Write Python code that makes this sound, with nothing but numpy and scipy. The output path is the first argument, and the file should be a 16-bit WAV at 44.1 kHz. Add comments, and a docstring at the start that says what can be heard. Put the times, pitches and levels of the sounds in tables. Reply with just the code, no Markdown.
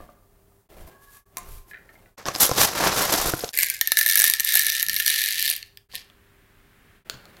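"""Weighing coffee in a small kitchen, over room noise and a faint hum. First a scale bumps down on the worktop.
A grinder's plastic lid squeaks and clacks as it is pulled off, then taps down on the scale. Next a bag of beans
rustles, with rubbing noise and snapping creases. Beans tip from a scoop into the lid, each ringing its own shell
and the plastic, and a finger nudges them. A soft rush comes in, and a hand pump clicks onto a plastic bag.
Solid things are sums of fading tones, rubbing is shaped crackle, and the kitchen echoes the handling."""
import sys
import numpy as np
from scipy import signal
from scipy.fft import rfft, irfft, next_fast_len
from scipy.io import wavfile
from scipy.ndimage import uniform_filter1d

SR = 44100
rng = np.random.default_rng(int(sys.argv[2]) if len(sys.argv) > 2 else 0)


def store_pcm(level_fs):
    """Save levels as 16-bit WAV."""
    pcm = np.round(np.clip(level_fs, -1, 1) * 32767).astype(np.int16)
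    wavfile.write(sys.argv[1], SR, np.atleast_2d(pcm).T)


N = 326340
T = np.arange(N) / SR  # time of every sample, in seconds

# Levels in the tables are starting points: the functions trim and vary them.
# EVENTS
# Moments when the level dips briefly (t/s)
DIPS = [.688, 1.254, 2.169, 3.526, 5.887, 7.046]
# Hands sliding over plastic (t/s, hold/s, level/dB)
SLIDES = [(0, 0.011, -53.5), (.1, 0.44, -68.5), (0.713, 0.18, -53.5), (1.372, 0.11, -54.5),
          (1.69, 0.41, -61), (7.104, 0.033, -54.5), (7.255, .15, -60)]
# Scale, grinder and pump bumping on the worktop, and at 5.5 s the scoop knocking the scale (t/s, level/dB)
BUMPS = [(.003, -43), (0.023, -47), (0.09, -47.5), (0.521, -65), (0.815, -84), (0.875, -49.5), (5.5, -50.5),
         (5.937, -47), (6.099, -61), (7.099, -46), (7.255, -53)]
# Air pushed at the microphone by an arm (t/s, length/s, level/dB)
PUFFS = [(.01, 0.034, -42), (.82, 0.046, -40.5), (1.522, 0.059, -37), (3.26, 0.041, -33)]
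# Fingers brushing the lid (t/s, length/s, level/dB)
BRUSHES = [(.81, 0.017, -58.5), (.88, 0.009, -52.5), (1.035, 0.021, -57.5), (1.15, 0.042, -52.5),
           (1.53, 0.055, -50.5), (1.7, 0.015, -53.5), (1.94, 0.011, -61.5)]
# The lid knocking on the grinder and rattling in the hand (t/s, level/dB)
LID_CLACKS = [(1.17, -49), (1.37, -24), (1.383, -34), (1.432, -48), (1.488, -48), (1.583, -50)]
# The lid touching down on the scale (t/s, level/dB)
LID_TAPS = [(1.712, -37.5), (1.734, -38), (1.744, -35.5), (1.76, -40), (1.772, -43), (1.891, -42),
            (1.904, -54), (1.954, -50), (2.059, -51)]
# Pushes of the hand in the bag (t/s, rise/s, hold/s, rubbing level/dB, sharpness/dB)
PUSHES = [(2.181, 0.0069, 0.0028, -42.5, -2), (2.263, 0.0043, 0.021, -34, -2),
          (2.403, .007, .031, -17.5, 8), (2.606, 0.071, 0.03, -16, 4.5), (2.812, 0.12, 0.07, -25, -1),
          (2.986, 0.2, 0.044, -24, 1.5), (3.126, 0.16, 0.055, -23.5, 2.5), (3.237, 0.18, 0.06, -30, 4)]
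# Beans that keep shifting between pushes, one row (t/s, length/s, rubbing level/dB, sharpness/dB)
SHIFTING = (2.35, 1.4, -38.5, 4)
# Creases of the bag snapping over (t/s, crack level/dB, wall level/dB)
CREASES = [(2.2558, -30, -31.5), (2.2848, -24.5, -21.5), (2.3513, -24, -32), (2.3605, -25.5, -29.5),
           (2.4933, -32.5, -21), (2.514, -23.5, -17.5), (3.1394, -22, -24), (3.1824, -25, -24),
           (3.257, -31, -23.5), (3.2828, -30, -23.5), (3.3367, -38, -17.5), (3.407, -32, -54),
           (3.4377, -43, -21), (3.444, -27, -31.5), (3.4802, -33.5, -44), (3.4907, -22.5, -43)]
# Single beans, loud and quiet, hitting scoop and lid (t/s, shell click level/dB, plastic ring level/dB)
SINGLE_BEANS = [(3.54, -34, -33.5), (3.552, -28, -43), (3.575, -16.5, -24.5), (3.588, -10.5, -17.5),
                (3.632, -9.5, -19.5), (3.7, -16, -23.5), (3.812, -11, -13.5), (3.874, -12.5, -22),
                (3.919, -8.5, -11.5), (3.971, -14.5, -11), (3.989, -10.5, -14.5), (4.012, -14.5, -13),
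                (4.062, -13, -14.5), (4.089, -17, -21), (4.099, -17, -16.5), (4.112, -16, -22),
                (4.156, -7, -17), (4.174, -11.5, -20.5), (4.192, -10, -23), (4.2, -8.5, -18),
                (4.219, -8, -18), (4.241, -4.5, -13.5), (4.28, -14, -26), (4.299, -8.5, -18.5),
                (4.337, -13.5, -16), (4.398, -17, -16.5), (4.405, -14, -26.5), (4.448, -13.5, -27),
                (4.554, -5, -16), (4.594, -11, -19), (4.667, -13.5, -21), (4.7, -17, -19.5),
                (4.798, -22, -24), (4.828, -13, -21), (4.865, -25, -29), (4.885, -20, -21),
                (4.896, -19, -18), (4.964, -18.5, -18), (5.0, -19.5, -17), (5.063, -14.5, -15),
                (5.079, -12.5, -15.5), (5.189, -25, -21.5), (5.426, -16, -30), (5.5, -15, -28),
                (5.564, -25, -33.5), (5.628, -47, -31.5), (5.773, -42.5, -39), (5.954, -29, -28.5),
                (5.962, -36.5, -37), (6.1, -65, -51)]
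# Beans sliding off the scoop in surges over a thin trickle; the last row is a finger's nudge
# (t/s, hold/s, shell click level/dB, plastic ring level/dB)
SURGES = [(3.535, 0.21, -38, -35), (3.6, 0.035, -26.5, -28.5), (3.864, 0.91, -45, -37.5),
          (3.977, 0.11, -25.5, -30.5), (4.098, 0.19, -25.5, -24), (4.465, 0.091, -25.5, -24),
          (4.553, 0.043, -19, -21), (4.656, 0.14, -31, -26.5), (4.904, 0.27, -30.5, -30.5),
          (5.075, .44, -29, -25.5), (5.946, 0.004, -50.5, -34.5)]
# Dull thumps of hands leaning on the worktop (t/s, length/s, level/dB)
THUMPS = [(4.91, 0.038, -52.5), (7.147, 0.0065, -44.5)]
# A soft, even rush coming in late (t/s, level/dB)
RUSH = [(5.8, -98), (5.9, -62), (6.55, -60.5), (7.4, -55.5)]
# The pump's nozzle clicking on the bag's valve (t/s, level/dB)
PUMP_CLICKS = [(7.098, -25.5), (7.142, -48), (7.255, -48), (7.369, -52)]

# Tones that an object rings with when struck (f/Hz, time to fade by 60 dB/s, relative level/dB):
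# the worktop
WORKTOP = [(155, 0.105, -5), (262, 0.069, -1), (560, 0.07, 3.5), (717, 0.12, 0), (1143, 0.048, 6.5),
           (1640, 0.029, -3), (4200, .02, -31)]
# the grinder, f/Hz, fade/s, level/dB as above
GRINDER = [(718, 0.09, -10), (950, 0.049, -4), (1056, 0.098, 0.5), (1180, 0.19, -9), (1270, 0.058, -8),
           (2110, 0.11, -12), (2350, 0.035, -5), (3740, 0.1, -11), (4409, .09, -13), (5830, 0.059, -6),
           (7450, .09, -14)]
# the plastic lid, f/Hz, fade/s, level/dB as above
LID = [(1330, 0.11, -10), (1700, 0.028, -11.5), (1770, 0.032, -2.5), (1850, 0.007, -6.5),
       (2232, 0.023, -10.5), (2890, 0.0077, -8), (3754, 0.01, -1), (4160, 0.023, -9), (4770, 0.0052, -1.5),
       (5766, 0.009, -0.5), (6400, 0.011, -8.5)]
# the bag's crackling creases, f/Hz, fade/s, level/dB as above
BAG_CRACK = [(2930, 0.0023, -2.5), (4060, 0.0057, 2), (5210, 0.0089, 1), (6270, 0.0039, 1.5),
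             (8000, 0.0046, -8.5)]
# the bag's walls, f/Hz, fade/s, level/dB as above
BAG_WALL = [(125, 0.044, -5.5), (316, 0.046, -2.5), (485.5, 0.036, -3), (738, 0.023, 2),
            (1054, 0.044, -5.5), (1440, 0.014, -1)]
# a bean's shell, f/Hz, fade/s, level/dB as above
SHELL = [(7730, 0.0069, -10), (9184, 0.0044, 0.5), (11180, 0.0079, 1.5), (12100, 0.0057, -12.5),
         (12650, 0.0041, 7.5), (13600, 0.0098, -21), (15140, 0.0018, -3)]
# the heap of beans, f/Hz, fade/s, level/dB as above
HEAP = [(2500, 0.0015, -0.35), (3030, 0.0049, -0.9), (4410, 0.0064, 1)]
# the scale, f/Hz, fade/s, level/dB as above
SCALE = [(111, 0.014, -5.5), (237.5, 0.015, -3.5), (400, 0.012, 2.5), (615, 0.01, 2.5), (940, 0.03, 8.5)]
# the pump, f/Hz, fade/s, level/dB as above
PUMP = [(410, 0.016, -16), (916, 0.0026, -24.5), (1480, 0.014, -7), (2680, 0.0047, -2.5),
        (3470, 0.0033, 1.5), (4330, 0.0084, 0.5), (5100, 0.0035, -2), (6920, 0.0024, 1),
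        (10150, 0.0015, -4.5), (14500, 0.0055, -6.5)]

# Balance of low and high in each noise (f/Hz, relative level/dB):
# the room noise
AIR_COLOUR = [(15, -32), (25, 8), (102, -4.5), (309, -15), (363, -19.5), (394, -4.5), (463, -24.5),
              (545, -19), (1330, -22.5), (1840, -26), (2410, -36.5), (16000, -24.5)]
# hands sliding, f/Hz, level/dB as above
SLIDE_COLOUR = [(40, -11.5), (150, 8), (650, 5), (1200, -3), (2000, -6.5), (4200, -12), (6500, -16.5),
                (16000, -12)]
# bag walls flapping, f/Hz, level/dB as above
FLAP_COLOUR = [(25, -11.5), (60, -3.5), (130, -2), (250, -3), (550, 2.5), (1150, 0.5), (1800, -3),
               (3000, -10), (8000, -49.5)]
# beans and bag rubbing, f/Hz, level/dB as above
RUB_COLOUR = [(300, -9), (1400, -6.5), (2400, -6), (3500, 2), (5700, 4), (7500, -2), (10000, -15),
              (16000, -29.5)]
# the bag's hiss, f/Hz, level/dB as above
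HISS_COLOUR = [(3000, -28), (6500, -2.5), (8500, -1.5), (11500, 2.5), (13500, 2), (16000, -10)]
# beans sliding on each other, f/Hz, level/dB as above
JOSTLE_COLOUR = [(1500, -27.5), (1800, 6), (2050, -3), (3400, -3.5), (3800, 0), (5900, -6.5), (7200, -9),
                 (12600, -7.5), (16000, -21.5)]
# the late rush, f/Hz, level/dB as above
RUSH_COLOUR = [(60, -4), (170, 1), (300, -3.5), (800, -11.5), (1750, -4), (3500, -14), (6000, -25.5),
               (16000, -28)]
# Steady tones of the kitchen hum (f/Hz, level/dB)
HUM = [(100, -68), (398.4, -72)]
# The kitchen's echo in bands (centre f/Hz, time to fade by 60 dB/s, level/dB)
ROOM = [(150, 0.3, -8.5), (1090, 0.97, -9), (1810, 0.32, -6.5), (4000, 0.4, -12.5), (8000, 0.29, -14.5),
        (13000, 0.1, -11)]

AIR_DB = -57  # room noise before its trim
SLIDE_RISE_S, SLIDE_FALL_S = .08, 0.19  # all rises and falls are timed over 20 dB
# The lid squeaks as it slides off, its slip rate rising as it comes free
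SQUEAK_S, SQUEAK_HOLD_S, SQUEAK_DB = 0.91, 0.265, -62.5
SLIP_HZ, SLIP_RISE_HZ_PER_S = 542, 74
PUSH_FALL_S = 0.08
FLAP_DB, FLAP_PER_SHARPNESS = 2, -1.085  # a sharp push hisses more and moves the walls less
HISS_POWER = 1.41  # the hiss grows faster than the rubbing as a push speeds up
SURGE_RISE_S, SURGE_FALL_S = 0.031, .08
CONTACT_S, CONTACT_DB = 0.0007, 5  # decay and added level of the crack as a bean touches
HEAP_STARTS_S, HEAP_FILLS_S, HEAP_SHARE = 4.72, 0.92, 0.92  # when, how soon and how fully beans cover the lid
# The scale's level for a full-scale click, and the dB it gains per dB of click
THUD_DB, THUD_SLOPE = -25, 1.92
TOP_HZ = 15900  # upper limit of the finished sound


def undb(db):
    """Turn decibels into a gain."""
    return 10 ** (np.asarray(db) / 20)


def unit(x):
    """Scale a sound to rms 1."""
    return x / np.sqrt(np.mean(x ** 2) + 1e-20)


def swells(rows):
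    """Add up bell-shaped rises of gain from (t/s, length/s, level/dB) rows."""
    return sum(undb(db) * np.exp(-((T - s) / length) ** 2 / 2) for s, length, db in rows)


def colour(x, points):
    """Shape a sound's low and high parts by (f/Hz, level/dB) points, then scale to rms 1."""
    hz, db = np.transpose(points)
    size = next_fast_len(len(x))
    f = np.maximum(np.arange(size // 2 + 1) * SR / size, 1)
    gain = undb(np.interp(np.log(f), np.log(hz), db))
    return unit(irfft(rfft(x, size) * gain, size)[:len(x)])


def highpass(x, hz, order):
    """Take away the sound below a frequency."""
    return signal.sosfilt(signal.butter(order, hz, "high", fs=SR, output="sos"), x)


def walk(rate):
    """Drift smoothly at random, about `rate` new aims a second, with a spread near 1."""
    k = max(int(SR / rate), 2)
    steps = np.repeat(rng.standard_normal(N // k + 1), k)
    return unit(uniform_filter1d(steps, k)[:N])


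def add(out, s, sound):
    """Mix a sound in at a time."""
    i = int(np.clip(s * SR, 0, N - 1))
    out[i:i + len(sound)] += sound[:N - i]


def blows(times, dbs, modes, detune, scatter_db):
    """Strike an object: its tones ring and fade, and each blow varies their pitches, weights and signs."""
    hz, t60, db = np.transpose(modes)
    t = np.arange(int(t60.max() * SR) + SR // 200) / SR
    fade = np.exp(-np.log(1000) * t / t60[:, None])
    chance = rng.standard_normal((len(times), 3, len(hz)))
    out = np.zeros(N)
    for s, level_db, (pitch, weight, side) in zip(times, dbs, chance):
        tone_hz = hz * (1 + detune * pitch)
        swing = np.sin((2 * np.pi * np.outer(tone_hz, t)).astype(np.float32))
        strength = np.sign(side) * undb(db + scatter_db * weight)
        ring = strength @ (swing * fade)
        first_4_ms = np.std(ring[:SR // 250])  # the blow's level is set here
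        add(out, s, ring * undb(level_db) / first_4_ms)
    return out


def crackle(rate, spread_db):
    """Make tiny slips at random moments, most weak and a few strong."""
    size = undb(spread_db * np.minimum(rng.exponential(size=N), 5))
    slips = rng.random(N) < rate / SR
    return unit(slips * size * rng.choice([-1, 1], N))


def movement(s, hold_s, rise_s, fall_s):
    """Gain of one movement: it builds up until s, holds and dies away; rise and fall are timed over 20 dB."""
    away = np.maximum(s - T, 0) / rise_s + np.maximum(T - s - hold_s, 0) / fall_s
    return 10 ** -np.minimum(away, 10)


def together(gains, dbs):
    """Overlapping movements, each at its own level, add in power."""
    return np.sqrt(undb(dbs) ** 2 @ np.square(gains))


def room_noise():
    """The kitchen's quiet background is shaped noise whose level drifts slowly."""
    level = undb(AIR_DB - 3.0 + .5 * walk(2.0))
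    return level * colour(rng.standard_normal(N), AIR_COLOUR)


def hum():
    """A faint hum is a few steady tones with slightly wavering levels."""
    return sum(undb(db + 0.64 * walk(3.5)) * np.sqrt(2) * np.sin(2 * np.pi * hz * T) for hz, db in HUM)


def hand_slides():
    """Skin sliding over plastic makes many tiny slips, with an uneven level."""
    moves = [movement(s, hold, SLIDE_RISE_S, SLIDE_FALL_S) for s, hold, _ in SLIDES]
    hands = together(moves, [db for _, _, db in SLIDES])
    return hands * undb(1.6 * walk(60)) * colour(crackle(4000, 3.0), SLIDE_COLOUR)


def worktop_bumps():
    """Things put down make the worktop ring."""
    return blows(*np.transpose(BUMPS), WORKTOP, detune=0.059, scatter_db=0.5)


def air_puffs():
    """An arm pushes air at the microphone, heard as soft swells of very low noise."""
    points = [(10, -11), (26, 2.5), (50, -5.0), (90, -13.5), (1000, -96)]
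    return swells(PUFFS) * colour(rng.standard_normal(N), points)


def finger_brushes():
    """Skin brushing on smooth plastic only whispers: fine slips in short swells."""
    points = [(1500, -5.5), (3500, -6.5), (8500, -4.5), (13000, 2.0), (16000, -8.5)]
    return swells(BRUSHES) * colour(crackle(6000, 2.8), points)


def squeak():
    """The sliding lid sticks and slips; the second and third harmonics of its slip rate sing."""
    hz = SLIP_HZ + SLIP_RISE_HZ_PER_S * (T - SQUEAK_S)
    phase = 2 * np.pi * np.cumsum(hz * (1 + .02 * walk(400))) / SR
    pull = movement(SQUEAK_S, SQUEAK_HOLD_S, rise_s=0.088, fall_s=0.072)
    level = undb(SQUEAK_DB + 4.1 * walk(54))
    return pull * level * (np.sin(2 * phase) + np.sin(3 * phase))


def lid_clacks():
    """The lid snaps and rings the grinder, while the plastic chatters in dense, short bursts."""
    s, db = np.transpose(LID_CLACKS)
    burst = sum(undb(d) * (T > t) * np.exp(-np.abs(T - t) / 0.0017) for t, d in zip(s, db))
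    points = [(600, -10), (2500, -2.5), (5000, -5), (7500, 1.5), (11000, 3.5), (16000, -3.5)]
    chatter = colour(crackle(14000, 1.6), points)
    ring = blows(s, db, GRINDER, detune=0.013, scatter_db=2.0)
    return undb(-10) * ring + undb(4.5) * burst * chatter


def lid_taps():
    """The empty lid rings higher and longer; the scale's rubber pads take the edge off."""
    empty_lid = np.array(LID) * [1.06, 1.5, 1]
    taps = blows(*np.transpose(LID_TAPS), empty_lid, detune=0.073, scatter_db=0.0)
    taps = highpass(taps, 1800, order=4)
    return undb(3.5) * signal.sosfilt(signal.butter(4, 2200, fs=SR, output="sos"), taps)


def bag_creases():
    """Each crease that snaps over gives a sharp crack and makes the bag's walls ring."""
    s, crack_db, wall_db = np.transpose(CREASES)
    cracks = blows(s, crack_db, BAG_CRACK, detune=0.076, scatter_db=-3.5)
    walls = blows(s, wall_db, BAG_WALL, detune=0.056, scatter_db=6.0)
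    return cracks + walls


def bag():
    """With each push dense slips of beans and bag rub and hiss, the walls flap and creases snap over."""
    start, length, shift_db, shift_sharp_db = SHIFTING
    moves = [movement(s, hold, rise, PUSH_FALL_S) for s, rise, hold, _, _ in PUSHES]
    moves.append(movement(start, length, rise_s=0.046, fall_s=0.088))
    rub_db, sharp_db = np.transpose([row[-2:] for row in PUSHES] + [(shift_db, shift_sharp_db)])
    grip_db = 2.05 * walk(160)  # shared by all three noises
    flap_level = together(moves, rub_db + FLAP_DB + FLAP_PER_SHARPNESS * sharp_db) * undb(grip_db)
    flap = flap_level * colour(crackle(2500, 1.04), FLAP_COLOUR)
    rub_level = together(moves, rub_db) * undb(grip_db - 2.0)
    rub = rub_level * colour(crackle(9000, 2.3), RUB_COLOUR)
    hiss_level = together(np.power(moves, HISS_POWER), rub_db + sharp_db)
    hiss_level = hiss_level * undb(grip_db + 2.4 * walk(500) - 5.0)
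    hiss = hiss_level * colour(crackle(7000, 3.8), HISS_COLOUR)
    rummaging = (T > DIPS[2]) & (T < DIPS[3])
    return rummaging * (flap + rub + hiss) + bag_creases()


def surging_beans(clicking, ringing):
    """Many more blows come at uneven gaps, with random strengths that follow the surges."""
    count = 700
    end = SURGES[-1][0] + SURGE_FALL_S
    times = DIPS[3] + (end - DIPS[3]) * (np.arange(count) + 2 * rng.random(count)) / count
    size_db = 8.73 * np.clip(rng.standard_normal(count), -2, 1.4)
    shell_db = 20 * np.log10(np.interp(times, T, clicking)) + size_db - 5
    lid_db = 20 * np.log10(np.interp(times, T, ringing)) + .7 * size_db - 6
    return times, shell_db, lid_db


def contacts(times, dbs):
    """Each hard contact gives a very short, toneless crack of fading noise."""
    fade = np.exp(-np.arange(SR // 200) / SR / CONTACT_S)
    out = np.zeros(N)
    for s, level_db, grain in zip(times, dbs, rng.standard_normal((len(times), len(fade)))):
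        add(out, s, undb(level_db + CONTACT_DB) * fade * grain)
    return out


def bean_shells(s, shell_db):
    """A bean's small, stiff shell clicks with high, very short tones and a crack."""
    rings = blows(s, shell_db - 1.0, SHELL, detune=.07, scatter_db=2.5)
    return highpass(rings + contacts(s, shell_db), 5300, order=3)


def scoop_and_lid(s, lid_db):
    """Beans ring the scoop, then the lid; as the heap grows, more of each blow goes into other beans."""
    fallen = s > 3.8
    # the scoop is a smaller dish of like plastic, so it rings higher
    small_dish = np.array(LID) * [1.22, 1, 1]
    scoop = blows(s[~fallen], lid_db[~fallen], small_dish, detune=0.055, scatter_db=0.0)
    s, lid_db = s[fallen], lid_db[fallen]
    filled = np.minimum((s - HEAP_STARTS_S) / HEAP_FILLS_S, 1)
    covered = np.clip(HEAP_SHARE * filled, .01, .95)
    lid = blows(s, lid_db + 10 * np.log10(1 - covered), LID, detune=0.023, scatter_db=3.5)
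    # a drier, higher knock
    heap = blows(s, lid_db + 10 * np.log10(covered), HEAP, detune=0.084, scatter_db=1.5)
    # so small a dish radiates almost no bass
    return highpass(lid + heap + scoop, 1659, order=12)


def scale_thuds():
    """Single beans carry a low thud of the scale, which grows faster than their click."""
    s, shell_db, _ = np.transpose(SINGLE_BEANS)
    return blows(s, THUD_DB + THUD_SLOPE * shell_db, SCALE, detune=0.25, scatter_db=-1.0)


def beans():
    """Single and surging beans click and ring the plastic, over a fine crunch of beans sliding on each other."""
    at, hold, surge_shell_db, surge_lid_db = np.transpose(SURGES)
    surges = [movement(start, length, SURGE_RISE_S, SURGE_FALL_S) for start, length in zip(at, hold)]
    clicking = together(surges, surge_shell_db)
    ringing = together(surges, surge_lid_db)
    jostle = undb(-5.0) * ringing * colour(crackle(2500, 4.2), JOSTLE_COLOUR)
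    single = np.transpose(SINGLE_BEANS)
    s, shell_db, lid_db = np.hstack([single, surging_beans(clicking, ringing)])
    return bean_shells(s, shell_db) + scoop_and_lid(s, lid_db) + jostle + scale_thuds()


def worktop_thumps():
    """Hands leaning on the worktop give short swells of dull, low noise."""
    return swells(THUMPS) * colour(rng.standard_normal(N), [(40, -6.5), (150, -3.0), (1200, -58.0)])


def soft_rush():
    """A soft, even rush is shaped noise that comes in late."""
    s, db = np.transpose(RUSH)
    return undb(np.interp(T, s, db)) * colour(rng.standard_normal(N), RUSH_COLOUR)


def pump_clicks():
    """The pump's stiff plastic rings briefly as its nozzle meets the bag's valve."""
    return blows(*np.transpose(PUMP_CLICKS), PUMP, detune=0.01, scatter_db=-0.5)


def kitchen(x):
    """Tiles and cupboards return a dense echo just over a millisecond late; each band fades at its own pace."""
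    t = np.arange(SR // 2) / SR
    hz, t60, db = np.transpose(ROOM)
    f = np.log(np.maximum(np.arange(len(t) // 2 + 1) * SR / len(t), 1))
    noise, echo = rfft(rng.standard_normal(len(t))), 0
    for share, decay, level_db in zip(np.eye(len(hz)), t60, db):
        fade = np.exp(-np.log(1000) * t / decay) * np.clip(t / 0.0012 - 1, 0, 1)
        band = irfft(noise * np.interp(f, np.log(hz), share), len(t))
        echo = echo + undb(level_db) * band * fade / np.linalg.norm(fade)
    return signal.fftconvolve(x, echo)[:N]


def level_dips():
    """Gain that fades nearly to silence before each dip and comes back quickly after it."""
    gain = np.ones(N)
    for s in DIPS:
        fade_out = np.clip((s - .004 - T) / 0.078, 0, 1)
        come_back = np.clip((T - s) / 0.011, 0, 1)
        gain *= np.maximum(fade_out, come_back)
    return gain + undb(-46)


def scene():
    """Mix it all: the bag is closest to the microphone and the handled things furthest, so they echo more."""
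    handled = hand_slides() + worktop_bumps() + finger_brushes() + squeak() + lid_clacks()
    handled += lid_taps() + worktop_thumps() + pump_clicks()
    rummaged, poured = bag(), beans()
    echo = kitchen(undb(-0.5) * poured + undb(-7.5) * rummaged + undb(4.0) * handled)
    air = room_noise() + hum() + air_puffs() + soft_rush()
    return ((poured + rummaged + undb(1.0) * handled + echo + air) * level_dips())[None]


def record(dry):
    """Round off the sharpest clicks and cut the sound above TOP_HZ."""
    ceiling = .92
    rounded = ceiling * np.tanh(dry / ceiling)
    return signal.sosfilt(signal.ellip(8, .2, 70, TOP_HZ, fs=SR, output="sos"), rounded)


dry = scene()
out = record(dry)
store_pcm(out)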